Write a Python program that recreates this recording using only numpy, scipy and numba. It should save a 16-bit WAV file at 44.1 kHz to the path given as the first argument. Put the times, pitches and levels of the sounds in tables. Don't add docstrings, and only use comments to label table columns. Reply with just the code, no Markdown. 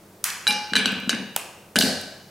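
import sys
import numpy as np
from scipy import signal
from scipy.fft import rfft, irfft
from scipy.io import wavfile
from numba import njit

SR = 44100
rng = np.random.default_rng(int(sys.argv[2]) if len(sys.argv) > 2 else 0)


def convert_level_to_amplitude(level_db):
    exponent = np.asarray(level_db, float) / 20
    return 10 ** exponent


def master_out(mix):
    frames = np.transpose(np.atleast_2d(mix))
    ceiling = np.clip(frames, -1, 1)
    pcm = np.round(ceiling * 32767).astype(np.int16)
    wavfile.write(sys.argv[1], SR, pcm)


N = 101430

# pitch_hz, level_db [dB per Hz]
AIR = [(25, -14), (76, -13.5), (170, 0.5), (249, -9), (317, -2), (591, -6.5), (863, -12), (2990, -23.5),
       (16000, -25.5)]
# pitch_hz, side_against_mid_db
AIR_WIDTH = [(100, -34), (380, -21.5), (1300, -5), (8000, -7.5), (15000, -10)]
# pitch_hz, level_db
FRIDGE_TONES = [(99, -57), (202, -53.5), (305, -65), (497, -103)]
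# pitch_hz, level_db, t60_s
ROOM_OCTAVES = [(120, -4, 0.7), (234.4, -2.5, 0.53), (528, -0.5, 0.81), (953, -1.5, 0.96),
                (1822, -3.5, 0.85), (3600, -9.5, 0.78), (5230, -18, 0.85), (7500, -13.5, 0.63),
                (10500, -14, 0.31), (14400, -35.5, 0.25)]
# pitch_hz, level_db, t60_s
COUNTER_MODES = [(92.9, -12.5, 0.398), (158, -35, 0.035), (189.7, 0.5, 0.1), (220.5, 8.5, 0.051),
                 (261, 3.5, 0.075), (317, 0.5, 0.03), (469, 3.5, 0.021)]
# start_s, level_db
THUDS = [(0.484, -20), (0.511, -22.5), (.72, -21), (0.733, -24.5), (.756, -7.5), (0.78, -25.5),
         (.862, -13.5), (.925, -18), (0.969, -22.5), (1.027, -25), (1.075, -20.5), (1.132, -15.5),
         (1.147, -19.5), (1.2, -21), (1.757, -4.5), (1.781, -14), (1.798, -10), (1.836, -8)]
# start_s, level_db, centre_hz, t60_s
RATTLES = [(.477, -18.5, 10000, 0.18), (0.509, -23.5, 4760, 0.68), (0.768, -12.5, 2950, 0.31),
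           (.86, -19.5, 2920, 0.57), (1.369, -31.5, 2620, 0.43), (.25, -30.5, 2780, 0.67),
           (1.097, -21.5, 2400, 0.26), (1.098, -9.5, 5600, 0.054), (1.761, -9.5, 3130, 0.069),
           (1.761, -18, 570, 0.38), (1.812, -14.5, 3400, 0.12), (1.82, -26.5, 1580, 0.54)]
GLASS_HZ = [840, 1530, 1590, 1696, 2370, 2862, 3095, 3938, 4510, 5060, 5430, 5740, 6600, 8270]
TWIN_SPLIT = [0.00043, 0.0025, .004, 0.0013, 0.001, 0.0022, 0.0033, 0.01, 0.0037, 0.0031, 0.0049, 0.0039,
              .003, .003]
# level_db, t60_s
BOTTOM_ANSWER = [(-33, 0.14), (-10, 0.61), (-27, 0.48), (2, 0.11), (-6, 0.14), (-8, 0.31), (-18, 0.12),
                 (7.5, 0.052), (-26, 0.22), (-23, 0.18), (-23, 0.25), (-31, .25), (-32, 0.32), (-26, 0.08)]
# level_db, t60_s
WALL_ANSWER = [(-1, 0.74), (-37, 0.5), (-18, 0.48), (-28, 0.2), (10, 0.15), (-5.5, 1.3), (-10, 0.46),
               (-18, 0.3), (-9, 0.4), (-3.5, 0.51), (-14, 0.68), (-13, 0.53), (-21, 0.33), (-32, 0.2)]
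# pitch_hz, level_db, t60_s
SHIMMER_MODES = [(4470, -7, 0.11), (4810, -8, 0.13), (6150, -7.5, 0.22), (7040, -19, 0.095),
                 (7240, -11, 0.3), (8100, -7, 0.082), (8580, -6.5, 0.15), (9400, -19, 0.21),
                 (9800, -4.5, 0.12), (10300, -19, 0.091), (11500, -10, 0.094), (12400, -6, 0.1)]
# pitch_hz, level_db, t60_s
BOTTOM_CLACK = [(1571, 0, 0.017), (2270, -65, 0.0092), (2953, 0.5, 0.017), (3927, 0.5, 0.014),
                (4480, -18, 0.052), (5910, -19, 0.042), (7960, -11.5, 0.013), (10000, -31, 0.026),
                (12740, -43, 0.037), (13500, -39, 0.0067)]
# pitch_hz, level_db, t60_s
WALL_CLACK = [(1640, -28, 0.052), (2270, -10.5, 0.041), (2848, -7.5, 0.1), (3954, 3, 0.043),
              (5020, -12.5, 0.054), (5700, -13, 0.047), (9200, -39, 0.027), (9970, -21.5, 0.032),
              (12500, -28, 0.04), (14300, -40, 0.065)]
# start_s, level_db, pitch_hz
CLICKS = [(.2409, 3, 9100), (1.3633, 4, 11000), (0.48, -16, 4000), (0.5103, -6, 3030),
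          (0.7365, -6, 3000), (0.7573, -15, 4000), (0.7637, -21, 5000), (.7668, -10, 5000),
          (0.8585, -1.5, 4000), (1.0942, -8, 4000), (1.7586, -3, 4000), (1.762, -5, 4000),
          (1.8099, 8.5, 4400), (1.8125, -3, 3500), (1.824, -13, 5000)]
# start_s, clack_db, tilt_db [per octave], glass_ring_db, tick_db
DROPS = [(.4687, 4.5, -1.5, -14.5, -12), (.7346, -0.5, -6, -36, -14), (.7546, 6, 1, -10, -18),
         (.762, 3.5, 4, -45, -3), (.766, 7.5, 0, -11, -2.5), (.8573, 6.5, 4, -16, -28),
         (.928, -29, -27, -41, -6), (1.0938, 6.5, 3.5, -16.5, -4), (1.1292, -13, -11, -34, -17),
         (1.147, -16, 3, -37, -8), (1.7578, -3.5, -16, -21, 2), (1.762, 5, 0, -43, -9),
         (1.767, -2, -9, -16, 4.5), (1.809, -6, 3, -25.5, -8), (1.8122, 2, 1, -12, -15),
         (1.823, -2, 7, -30, -5), (1.819, -9, 7.5, -47, -12), (1.828, -9, -9, -48, -12)]
# start_s, clack_db, tilt_db [per octave], glass_ring_db, tick_db
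WALL_HITS = [
    (.4762, 1.5, 6, -14.5, -3.5),
    (.5071, -3, -3.5, -40, -25),
    (.524, -25, 13, -42, 13),
]
# start_s, level_db, extra_room_db, knock_db, knock_hz, knock_room_db
SNAPS = [
    (0.2407, 7.5, 8, -15, 1880, 11),
    (1.3625, 7.5, 0, -11.5, 884, -2.5),
    (1.7875, 12.5, 8, -38, 2500, -4),
]
# pitch_hz, level_db, t60_s
FLEX_MODES = [(736, -4.5, 0.0056), (1400, -11, 0.014), (2650, 6.5, 0.0023)]
# start_s, level_db
CRUNCH = [
    (1.7874, 14.5),
    (1.812, -5),
    (1.824, 3),
]
# start_s, level_db, centre_hz
CRUMBS = [
    (0.2415, -27, 9100),
    (0.3021, -8.5, 3300),
    (1.761, -1.5, 8000),
    (.869, -19, 9000),
    (0.92, -18.5, 9000),
    (.96, -31, 9050),
    (1.001, -24, 11000),
    (1.076, -32, 11500),
    (2.013, -16, 11000),
]

HUM_DB = -47
ROOM_START_S, ROOM_RISE_S, ROOM_SIDE_DB = 0.0016, 0.004, -8
DIFFUSE_HZ = 3770
CHATTER_PER_S, CHATTER_T60_S, CHATTER_RING_DB = 830, 0.019, -2.5
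TWIN_DB, LONE_HZ = -4.5, 1000
SMOTHER_S, SMOTHER_T60_S = 0.8, 0.34
SHIMMER_DB, GLASS_SEND_DB, CLACK_SEND_DB = -3.5, -4.5, -6.5
CLATTER_DB, CLATTER_HZ, CLATTER_S = -5.5, 3100, 0.0033
TICK_S, DULL_HZ = 0.002, 11000
SNAP_HZ, SNAP_S, CRUNCH_HZ, CRUNCH_S = 10900, 0.00287, 4360, 0.0036
TREBLE_HZ, LOW_CUT_HZ = 13300, 141
RIM_HZ, RIM_S, RIM_SIDE_DB = 2500, 0.0017, -17
SHELF_HZ, BASS_PAN_DB = 515, 3
LIMIT_DB, RATIO, ATTACK_S, RELEASE_S = -10.5, 1.95, 0.00018, 0.008
TOP_HZ = 15800


def lowpass(x, hz, order):
    return signal.sosfilt(signal.butter(order, hz, fs=SR, output="sos"), x)


def highpass(x, hz):
    return signal.sosfilt(signal.butter(2, hz, "high", fs=SR, output="sos"), x)


def band(x, hz, octaves):
    edges = [hz * 2 ** (-octaves / 2), min(hz * 2 ** (octaves / 2), 0.45 * SR)]
    return signal.sosfilt(signal.butter(2, edges, "band", fs=SR, output="sos"), x)


def decay(t, t60):
    return np.exp(-np.log(1000) * t / t60)


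def add(out, start_s, x):
    i = int(start_s * SR)
    out[:, i:i + x.shape[-1]] += x[..., :N - i]


def direct_and_send(send_db):
    return convert_level_to_amplitude([[0], [send_db]])


def left_right(side):
    return side * np.array([[1], [-1]])


def ring(modes, db, tilt_db=0.0, push_s=0.00055):
    hz, level_db, t60 = np.array(modes).T
    t = np.arange(int(SR * min(t60.max(), 0.6))) / SR
    strength, detune, sign = rng.standard_normal((len(hz), 3)).T
    gain = np.sign(sign) * convert_level_to_amplitude(db + level_db + tilt_db * np.log2(hz / 2500) + 2 * strength)
    hz = hz * (1 + 0.0002 * detune / t60)
    waves = np.sin(2 * np.pi * hz[:, None] * t) * decay(t, t60[:, None])
    return (gain @ waves) * (1 - np.exp(-t / push_s)) / 2


def crack(db, hz, length_s, octaves=2.1):
    grain, grain_db = rng.standard_normal((2, 1024))
    t = np.arange(1024) / SR / length_s
    burst = band(grain * convert_level_to_amplitude(1.5 * grain_db), hz, octaves)
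    burst = convert_level_to_amplitude(db) * burst / burst.std() * t ** 0.5 * np.exp(-2.2 * t)
    even = band(1.0 * (t == 0), hz, octaves)
    even = even * np.sqrt((burst ** 2).sum() / (even ** 2).sum())
    return np.array([burst, even])


def hum():
    f = np.arange(N // 2 + 1) * SR / N + 1
    t = np.arange(N) / SR
    air_hz, air_db = np.transpose(AIR)
    width_hz, width_db = np.transpose(AIR_WIDTH)
    shape = convert_level_to_amplitude(np.interp(np.log(f), np.log(air_hz), air_db))
    wide = convert_level_to_amplitude(np.interp(np.log(f), np.log(width_hz), width_db))
    mid, side = irfft(rfft(rng.standard_normal((2, N))) * [shape, shape * wide], N)
    out = (mid + left_right(side)) * convert_level_to_amplitude(HUM_DB) / mid.std()
    for hz, db in FRIDGE_TONES:
        drift = np.cumsum(rng.standard_normal(N)) * 0.021
        out = out + convert_level_to_amplitude(db) * np.sin(2 * np.pi * hz * t + drift)
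    return out


def room(send):
    t = np.arange(SR) / SR
    tail = 0
    for hz, db, t60 in ROOM_OCTAVES:
        noise = band(rng.standard_normal((2, SR)), hz, 1) * decay(t, t60)
        width = np.array([[1], [min(hz / DIFFUSE_HZ, 1) ** 0.41]])
        tail = tail + convert_level_to_amplitude(db) * noise / np.sqrt(t60 * SR / 14) * width
    tail = tail * (1 - np.exp(-np.maximum(t - ROOM_START_S, 0) / ROOM_RISE_S))
    mid, side = signal.fftconvolve(send[None], tail, axes=1)[:, :N]
    return mid + convert_level_to_amplitude(ROOM_SIDE_DB) * left_right(side)


def thuds():
    out = np.zeros((2, N))
    for s, db in THUDS:
        add(out, s, ring(COUNTER_MODES, db, push_s=0.0026))
    return out


def rattles():
    out = np.zeros((2, N))
    t = np.arange(SR // 2) / SR
    pitches = GLASS_HZ + [6100, 7490, 8700, 9900, 10800, 11800]
    modes = [(hz, 0, CHATTER_T60_S) for hz in pitches]
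    for s, db, hz, t60 in RATTLES:
        chance, sign, force = rng.random((3, len(t)))
        hits = (chance < CHATTER_PER_S / SR) * np.sign(sign - 0.5) * convert_level_to_amplitude(-2.5 * np.log(force))
        pings = band(signal.fftconvolve(hits, ring(modes, 0))[:len(t)], hz, 0.67)
        grit = band(hits + 0.16 * rng.standard_normal(len(t)), hz, 0.49)
        chatter = grit / grit.std() + convert_level_to_amplitude(CHATTER_RING_DB) * pings / pings.std()
        add(out, s, convert_level_to_amplitude(db - 5.5) * chatter * decay(t, t60))
    return out


def clicks():
    out = np.zeros((2, N))
    for s, db, hz in CLICKS:
        u = (np.arange(64) - 32) / SR * hz * np.pi
        add(out, s - 32 / SR, -convert_level_to_amplitude(db) * (1 - 2 * u ** 2) * np.exp(-u ** 2))
    return out


def glass_ring(answer, start_s, db, push_s):
    modes = np.c_[GLASS_HZ, answer]
    hz, level_db, t60 = modes.T
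    twin_db = level_db + TWIN_DB - 20 * (hz < LONE_HZ)
    twins = np.c_[hz * (1 + np.array(TWIN_SPLIT)), twin_db, t60]
    x = ring(np.r_[modes, twins], db, push_s=push_s)
    late = np.maximum(start_s + np.arange(len(x)) / SR - SMOTHER_S, 0) * (start_s < SMOTHER_S)
    return x * decay(late, SMOTHER_T60_S)


def landings(hits, clack, answer, push_s):
    out = np.zeros((2, N))
    for s, db, tilt_db, ring_db, tick_db in hits:
        add(out, s, ring(clack, db, tilt_db) * direct_and_send(CLACK_SEND_DB))
        add(out, s, glass_ring(answer, s, ring_db, push_s) * direct_and_send(GLASS_SEND_DB))
        add(out, s, ring(SHIMMER_MODES, ring_db + SHIMMER_DB) * direct_and_send(GLASS_SEND_DB))
        add(out, s, crack(db + CLATTER_DB, CLATTER_HZ * 2 ** (tilt_db / 20), CLATTER_S, 1.0))
        add(out, s, crack(db + CLATTER_DB - 2.0, 1110, CLATTER_S, 4.0))
        add(out, s, crack(db + tick_db, 7300, TICK_S, 0.97))
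    return out


def drops():
    bottom = landings(DROPS, BOTTOM_CLACK, BOTTOM_ANSWER, 0.002)
    wall = landings(WALL_HITS, WALL_CLACK, WALL_ANSWER, 0.006)
    return lowpass(bottom + wall, DULL_HZ, 1)


def snaps():
    out = np.zeros((2, N))
    for s, db, room_db, knock_db, knock_hz, knock_room_db in SNAPS:
        add(out, s, crack(db, SNAP_HZ, SNAP_S) * direct_and_send(room_db))
        knock_s = s + SNAP_S / 3
        knock_level = db + knock_db
        send = direct_and_send(knock_room_db)
        flex = ring(FLEX_MODES, knock_level + 6.5, 8 * np.log2(knock_hz / 1300))
        add(out, knock_s, flex * np.array([[1], [0.15]]))
        add(out, knock_s, crack(knock_level, knock_hz, SNAP_S, 1.5) * send)
        add(out, knock_s, crack(knock_level - 0.5, 3 * knock_hz, SNAP_S, 0.69) * send)
    for s, db in CRUNCH:
        add(out, s, crack(db, CRUNCH_HZ, CRUNCH_S, 0.42))
    for s, db, hz in CRUMBS:
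        add(out, s, crack(db, hz, TICK_S))
    return out


def rim_glints(near):
    rim = rng.standard_normal(256) * np.exp(-np.arange(256) / SR / RIM_S)
    rim = highpass(rim, RIM_HZ)
    rim = rim / np.sqrt((rim ** 2).sum())
    return left_right(convert_level_to_amplitude(RIM_SIDE_DB) * np.convolve(near, rim)[:N])


def scene():
    dry = thuds() + rattles() + clicks() + drops() + snaps()
    near, send = highpass(lowpass(dry, TREBLE_HZ, 2), LOW_CUT_HZ)
    x = near + rim_glints(near) + room(send)
    bass = lowpass(x, SHELF_HZ, 1)
    pan = convert_level_to_amplitude(left_right(0.5 * BASS_PAN_DB))
    return x + bass * (pan - 1) + hum()


@njit
def gain_control(x, top, ratio, attack, release):
    gain, level = np.ones(len(x)), 1e-9
    for i in range(len(x)):
        level += (x[i] - level) * (attack if x[i] > level else release)
        if level > top:
            gain[i] = (top / level) ** (1 - 1 / ratio)
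    return gain


def roll_off(x):
    return signal.sosfilt(signal.butter(12, 16990, fs=SR, output="sos"), x)


def record(dry):
    peaks = np.abs(dry).max(axis=0)
    gain = gain_control(peaks, float(convert_level_to_amplitude(LIMIT_DB)), RATIO, 1 / (ATTACK_S * SR), 1 / (RELEASE_S * SR))
    x = np.tanh(dry * gain / 1.146) * 0.75
    x = signal.sosfilt(signal.ellip(8, 0.2, 50, TOP_HZ, fs=SR, output="sos"), x)
    return roll_off(x)


dry = scene()
out = record(dry)
master_out(out)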